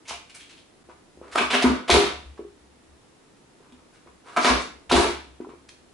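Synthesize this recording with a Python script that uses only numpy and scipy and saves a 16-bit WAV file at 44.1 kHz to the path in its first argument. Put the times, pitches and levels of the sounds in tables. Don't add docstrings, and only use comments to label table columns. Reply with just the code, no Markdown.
import sys
import numpy as np
from scipy import signal
from scipy.fft import rfft, irfft
from scipy.io import wavfile
from scipy.ndimage import uniform_filter1d

SR = 44100
rng = np.random.default_rng(int(sys.argv[2]) if len(sys.argv) > 2 else 0)


def ratio(d):
    e = np.asarray(d, float) / 20
    return 10 ** e


def store_pcm(level_fs):
    pcm = np.round(np.clip(level_fs, -1, 1) * 32767).astype(np.int16)
    wavfile.write(sys.argv[1], SR, np.atleast_2d(pcm).T)


N = 261513

# frequency in Hz, level in dB.
HISS = [(12, -39), (20, 6), (48, -8.5), (96, 0), (139, 0), (197, -3.5), (286, -4), (393, -7), (461, -22),
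        (705, -7), (9800, -17.5), (10600, -124), (11500, -36), (15000, -96), (22000, -120)]
# frequency in Hz, decay t60 in seconds, tail level in dB,
# left-right likeness from 0 to 1.
KITCHEN = [(60, 0.98, -12, 1), (250, 0.12, -3.5, 0.46), (1000, 0.4, -2, 0.18), (4170, 0.43, 0, 0.092),
           (11100, 0.28, -0.5, 0.011)]
# frequency in Hz, level in dB per Hz.
SNAP_SPECTRUM = [(180, -8.5), (300, -20.5), (624, -9.5), (705, -8), (809, -16), (1020, -12), (2780, -14),
                 (10500, -22), (11500, -47), (15000, -92), (22000, -120)]
# frequency in Hz, width in Hz, level in dB.
SHELL_RESONANCES = [(400, 330, -2.5), (720, 15, 3), (1050, 500, -5.5), (1430, 190, -6), (2274, 170, -5),
                    (3840, 2000, -20)]
# frequency in Hz, level in dB, decay t60 in seconds.
BOX_MODES = [(132, 5.5, 0.12), (171, -48, 0.046), (206, -61, 0.084), (249, -22, 0.28), (251.4, 1.5, 0.34),
             (303.7, -3.5, 0.27), (352.8, 5.5, 0.2), (374, 6, 0.051), (404, -0.5, 0.27), (450, -16, 0.11),
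             (497, 3, 0.083), (575, -18.5, 0.54), (619, -10, 0.24), (706.5, -3, 0.17), (856, -30, 0.16),
             (846, 7, 0.015), (1008, 9.5, 0.022), (1094, -23, 0.14), (1345, 2.5, 0.053), (1600, -14, 0.036),
             (1480, -73, 0.036)]
# start in seconds, level in dB,
# fall t60 in seconds, strongest pitch in Hz.
FLECKS = [(0.05, -56.5, 0.12, 2270), (0.084, -45, .2, 2700), (0.293, -51.5, 0.062, 2940),
          (0.343, -51.5, 0.094, 9300), (0.348, -61.5, 0.23, 1610), (0.389, -57.5, 0.2, 3200),
          (0.487, -57, 0.18, 3060), (0.569, -62, 0.13, 3500), (3.190, -86, .05, 3500),
          (3.721, -62, .03, 3050), (3.919, -68, 0.28, 1520)]
# start in seconds, level in dB, fall t60 in seconds.
TOUCHES = [
    (0.105, -42.5, 0.08),
    (0.888, -54.5, 0.11),
    (1.216, -56.5, 0.33),
    (2.37, -53, 0.095),
    (2.390, -66, 0.069),
    (3.62, -67, 0.98),
    (4.065, -55, 0.056),
    (5.401, -55, 0.098),
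    (5.488, -54, 0.15),
]
# start in seconds, level in dB, rise in seconds,
# fall t60 in seconds, strongest pitch in Hz.
CRUSHES = [(0.072, -35.5, 0.025, 0.026, 5830), (1.313, -45.5, 0.013, 0.3, 1200),
           (1.350, -21, 0.0095, 0.035, 1100), (1.372, -16.5, 0.013, 0.065, 2700),
           (1.403, -23, 0.019, 0.047, 1120), (1.440, -60, 0.011, 0.09, 1140),
           (1.5022, -24.5, 0.00063, 0.45, 3180), (1.527, -16, 0.017, 0.098, 2850),
           (1.575, -28, 0.0057, 0.028, 2180), (1.612, -20.5, 0.019, 0.048, 4540),
           (1.645, -17.5, 0.0017, 0.18, 1120), (4.362, -16.5, 0.013, 0.084, 1100),
           (4.399, -20, 0.088, 0.13, 5000), (4.445, -13.5, 0.0024, 0.063, 3580),
           (4.450, -18.5, 0.0025, 0.27, 3900), (4.474, -17, 0.017, 0.13, 1050),
           (4.591, -48, 0.013, .17, 6750), (5.685, -56, 0.0072, .03, 4200)]
# start in seconds, level in dB.
LEANS = [
    (1.23, -60),
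    (4.239, -49.5),
]
# start in seconds, level in dB, dB lost per second as the piece runs out.
SLAMS = [
    (1.898, -14, 186),
    (4.914, -16, 32),
]
# delay in seconds, level in dB, rise in seconds, fall t60 in seconds,
# strongest pitch in Hz.
SLAM_PARTS = [
    (-.021, -15, 0.0067, 0.61, 3170),
    (0, 1, 0.0032, .22, 3700),
    (.032, 1.5, .02, 0.32, 800),
]
# start in seconds, level in dB, favoured mode in Hz,
# rattle t60 in seconds.
TAPS = [(0.109, -22, 838, 0.3), (0.889, -32, 585, 0.039), (1.173, -41.5, 335, .1), (1.214, -29.5, 490, 1),
        (2.392, -32, 367, 0.18), (2.449, -38, 400, .03), (3.604, -49, 450, 0.083), (3.722, -43, 238, 0.052),
        (4.062, -43.5, 450, 0.17), (4.261, -41, 524, 0.58), (5.402, -27.5, 310, 0.0097),
        (5.447, -35.5, 1100, .02), (5.469, -36, 404, 0.13), (5.490, -35, 400, 0.037),
        (5.535, -43.5, 380, 0.03)]
# start in seconds, level in dB, favoured mode in Hz,
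# rattle t60 in seconds.
BLOWS = [(1.356, -18.5, 285, 0.028), (1.380, -16, 510, 0.016), (1.409, -18.5, 278, 0.034),
         (1.532, -19, 250, 0.9), (1.642, -2.5, 248, 0.02), (1.700, -7, 243, 0.15),
         (1.896, -2.5, 756, 0.002), (1.901, -8, 326, 0.1), (1.946, -11.5, 366, 0.2),
         (1.968, -6.5, 410, 0.26), (2.031, -25, 450, 0.14), (4.377, -17, 273, 0.13),
         (4.447, -17, 250, .033), (4.502, -12, 250, .035), (4.9127, -6.5, 1000, 0.019),
         (4.920, -12.5, 257, 0.066), (4.926, -12.5, 410, 0.06), (4.941, 0, 720, 0.094),
         (4.979, -7, 413, 0.032), (5.049, -15.5, 410, 0.21)]
# fullest swing in seconds, rms level in dB, fall t60 in seconds.
THUMPS = [(0.14, -54.5, 0.51), (0.42, -67, .5), (0.6, -68, .3), (0.89, -60.5, .8), (1.205, -55, 0.45),
          (1.37, -54.5, .9), (1.46, -46.5, .2), (1.688, -26.5, 0.17), (1.953, -18, 0.056),
          (2.06, -44, 0.17), (2.16, -43.5, 0.37), (2.289, -40.5, .2), (2.42, -54.5, 0.61),
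          (2.65, -58.5, 1.2), (2.93, -54.5, 0.13), (3.46, -69, 0.16), (3.77, -60, 0.45), (4.11, -60, .45),
          (4.533, -26.5, 0.19), (4.76, -53, 0.13), (4.931, -37, .3), (4.98, -20.5, 0.035),
          (5.07, -37, 0.027), (5.148, -43, 0.47), (5.303, -50.5, 0.55), (5.51, -60, 2.4)]


def add(track, s, sound):
    i = round(s * SR)
    track[..., i:i + sound.shape[-1]] += sound[..., :N - i]


def rms_one(x):
    return x / np.sqrt(np.mean(x ** 2) + 1e-20)


def slow_noise(size):
    once = uniform_filter1d(rng.standard_normal(N), size=size)
    return rms_one(uniform_filter1d(once, size=size))


def at_hz(points, hz, column=1):
    points = np.array(points)
    return np.interp(np.log(np.clip(hz, 1, 10400)), np.log(points[:, 0]), points[:, column])


def ring(x, hz, t60):
    r, w = ratio(-60 / (t60 * SR)), 2 * np.pi * hz / SR
    return signal.lfilter([0, np.sin(w)], [1, -2 * r * np.cos(w), r * r], x + 1e-18)


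def resonance(x, hz, width_hz):
    r, w = np.exp(-np.pi * width_hz / SR), 2 * np.pi * hz / SR
    return signal.lfilter([(1 - r * r) / 2, 0, (r * r - 1) / 2], [1, -2 * r * np.cos(w), r * r], x)


def low_pass(x, hz):
    return signal.sosfilt(signal.butter(2, hz, fs=SR, output="sos"), x)


def high_pass(x, hz, order=2):
    return signal.sosfilt(signal.butter(order, hz, "high", fs=SR, output="sos"), x)


def bands(white):
    edges = 22 * 2 ** np.arange(0, 9.6, .5)
    for k, (low, high) in enumerate(zip(edges, edges[1:])):
        sos = signal.butter(2, [low, high], "band", fs=SR, output="sos")
        mid, side = signal.sosfilt(sos, white[k % 2])
        yield np.sqrt(low * high), mid, side


def spread(hz, mid, side):
    alike = np.clip(at_hz(KITCHEN, hz, column=3), 0, 1)
    return np.sqrt(1 + alike) * mid + np.sqrt(1 - alike) * side * [[1], [-1]]


def swell(s, db, t60, still_db=-76, rise_s=0.038, hold_s=0.026):
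    coarse = np.arange(0, N + 64, 64)
    t = coarse / SR - s
    climb_db = max(db - still_db, 6) * np.maximum(-t - hold_s, 0) / rise_s
    fall_db = 60 * np.maximum(t - hold_s, 0) / t60
    return np.interp(np.arange(N), coarse, ratio(db - climb_db - fall_db))


def air(hiss_db=-58, rustle_db=-58.5, shake_db=0.5, shake_t60_s=0.37, shake_over_db=-37):
    steady, rustle = 0, 0
    for hz, mid, side in bands(rng.standard_normal((2, 2, N))):
        pair = spread(hz, mid, side)
        steady = steady + ratio(at_hz(HISS, hz)) * pair
        rustle = rustle + ratio(-12 * abs(np.log2(hz / 330))) * pair
    shaken = sum(swell(s, db + shake_db, shake_t60_s) for s, db, _ in THUMPS if db > shake_over_db)
    return ratio(hiss_db) * rms_one(steady) + (ratio(rustle_db) + shaken) * rms_one(rustle)


def bursts():
    rows = []
    for s, db, t60, hz in FLECKS:
        rows.append((s, db, 0.087 * t60, t60, 10.5, hz))
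    for s, db, t60 in TOUCHES:
        rows.append((s, db, 0.01, t60, -6.5, 1100))
    for s, db in LEANS:
        rows.append((s, db, 0.047, 1.1, -1.5, 1200))
    for s, db, rise, t60, hz in CRUSHES:
        bright_db = -2 - 0.47 * (db + 24)
        rows.append((s, db, rise, t60, bright_db, hz))
    for s, db, loss_db_s in SLAMS:
        for delay, part_db, rise, t60, hz in SLAM_PARTS:
            part_db = db + part_db - loss_db_s * max(delay, 0)
            rows.append((s + delay, part_db, rise, t60, -0.5, hz))
    return sorted(rows)


def snapping(per_s=7000, uneven_db=3.0, clump_db=1.47):
    heights = ratio(uneven_db * rng.exponential(1, N))
    snaps = heights * rng.choice([-1, 1], N) * (rng.random(N) < per_s / SR)
    snaps = snaps * ratio(clump_db * slow_noise(200))
    hz = np.arange(N // 2 + 1) * SR / N
    snaps = irfft(rfft(snaps) * ratio(at_hz(SNAP_SPECTRUM, hz)), N)
    shell = sum(ratio(db) * resonance(snaps, f, width) for f, width, db in SHELL_RESONANCES)
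    return rms_one(snaps + shell)


def crunch(tilt_hz=1800, peak_db=5, peak_share=0.37):
    snaps = snapping()
    out, t = np.zeros(N), np.arange(SR // 2) / SR
    events = bursts()
    starts = rng.integers(0, N - len(t), len(events))
    for (s, level_db, rise, t60, bright_db, peak_hz), start in zip(events, starts):
        burst = snaps[start:start + len(t)]
        burst = ratio(-bright_db) * low_pass(burst, tilt_hz) - ratio(bright_db) * high_pass(burst, tilt_hz)
        burst = burst + ratio(peak_db) * resonance(burst, peak_hz, peak_share * peak_hz)
        envelope = np.minimum(t / rise, 1) * ratio(-60 * np.maximum(t - rise, 0) / t60)
        add(out, s, ratio(level_db - 1.5) * envelope * burst)
    return high_pass(out, 230, order=4)


def hollow(fibres, drive_db=-52):
    modes = sum((-1) ** k * ratio(db) * ring(fibres, hz, t60) for k, (hz, db, t60) in enumerate(BOX_MODES))
    return ratio(drive_db) * modes


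def kitchen(x, build_s=0.0068):
    t = np.arange(int(.9 * SR)) / SR
    tail = 0
    for hz, mid, side in bands(rng.standard_normal((2, 2, len(t)))):
        t60 = at_hz(KITCHEN, hz)
        decay = ratio(at_hz(KITCHEN, hz, column=2) - 60 * t / t60) / np.sqrt(t60 * SR / 14)
        tail = tail + spread(hz, mid, side) * decay
    tail = tail * np.minimum(t / build_s, 1)
    return signal.fftconvolve(x[None], tail, axes=1)[:, :N]


def strike(noise, rattle_t60, rattle_db=-3):
    t = np.arange(len(noise)) / SR
    force = ratio(rattle_db - 60 * t / rattle_t60) * noise / np.sqrt(rattle_t60 * SR / 14)
    force[0] += 1
    return t, force


def knocks(contact_db=-13, db_per_octave=30, low_cut_hz=140):
    events = sorted(BLOWS + TAPS)
    shake, out = rng.standard_normal((len(events), SR // 2)), np.zeros((2, N))
    lags = np.round(.00013 * SR * rng.standard_normal(len(BOX_MODES))).clip(-60, 60).astype(int)
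    for (s, level_db, spot_hz, rattle_t60), noise in zip(events, shake):
        t, force = strike(noise, rattle_t60)
        size = int(SR / np.clip(265 + spot_hz, 150, 4000))
        push = np.zeros(len(t))
        push[:size] = np.sin(np.arange(size) / size * 2 * np.pi) * np.hanning(size)
        soft = np.hanning(size * 3 // 4 + 3)
        force = np.convolve(force, soft / soft.sum())[:len(t)]
        force = np.diff(force, prepend=0)
        blow = ratio(contact_db) * np.array([push, push])
        for (hz, db, t60), lag in zip(BOX_MODES, lags):
            near_db = db - db_per_octave * abs(np.log2(hz / spot_hz))
            mode = ratio(near_db) * ring(force, hz, t60) * SR / (2 * np.pi * hz)
            late = np.array([[max(lag, 0)], [max(-lag, 0)]])
            blow = blow + np.pad(mode, (64, 64))[64 + np.arange(len(t)) - late]
        add(out, s, ratio(level_db) * blow)
    return high_pass(out, low_cut_hz)


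def boom(mode_hz=67.4, wander=0.043, apart_rad=0.11):
    drift = slow_noise(2000)
    level = np.max([swell(*row) for row in THUMPS], axis=0)
    phase = 2 * np.pi * np.cumsum(mode_hz * (1 + wander * drift)) / SR
    return np.sqrt(2) * level * np.sin(phase + apart_rad * np.array([[1], [-1]])) * ratio([[1.1], [-1.1]])


def scene():
    fibres = ratio(1.5) * crunch()
    fibres = fibres + hollow(fibres)
    box = ratio(-3.5) * knocks()
    direct = fibres * ratio([[-.4], [.4]]) + box
    reverb = kitchen(fibres + ratio(-6.5) * box.mean(axis=0))
    return direct + reverb + boom() + air()


def roll_off(x):
    return signal.sosfilt(signal.butter(12, 11960, fs=SR, output="sos"), x)


def record(dry):
    limit_db, squeeze, release_db_s, sense_s = -22, 0.24, 70, 0.0025
    t = np.arange(N) / SR
    pole = np.exp(-1 / (sense_s * SR))
    power = signal.lfilter([1 - pole], [1, -pole], np.mean(dry ** 2, axis=0))
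    level_db = 10 * np.log10(power + 1e-12)
    cut_db = squeeze * np.maximum(level_db - limit_db, 0)
    cut_db = np.maximum.accumulate(cut_db + release_db_s * t) - release_db_s * t
    dip_db = -11 * np.exp(-((t - .836) / 0.0028) ** 2)
    rounded = 0.66 * np.tanh(dry * ratio(dip_db - cut_db) / 0.87)
    top_cut = signal.ellip(10, .3, 62, 11020, fs=SR, output="sos")
    mix = signal.sosfilt(top_cut, rounded)
    return roll_off(mix)


dry = scene()
out = record(dry)
store_pcm(out)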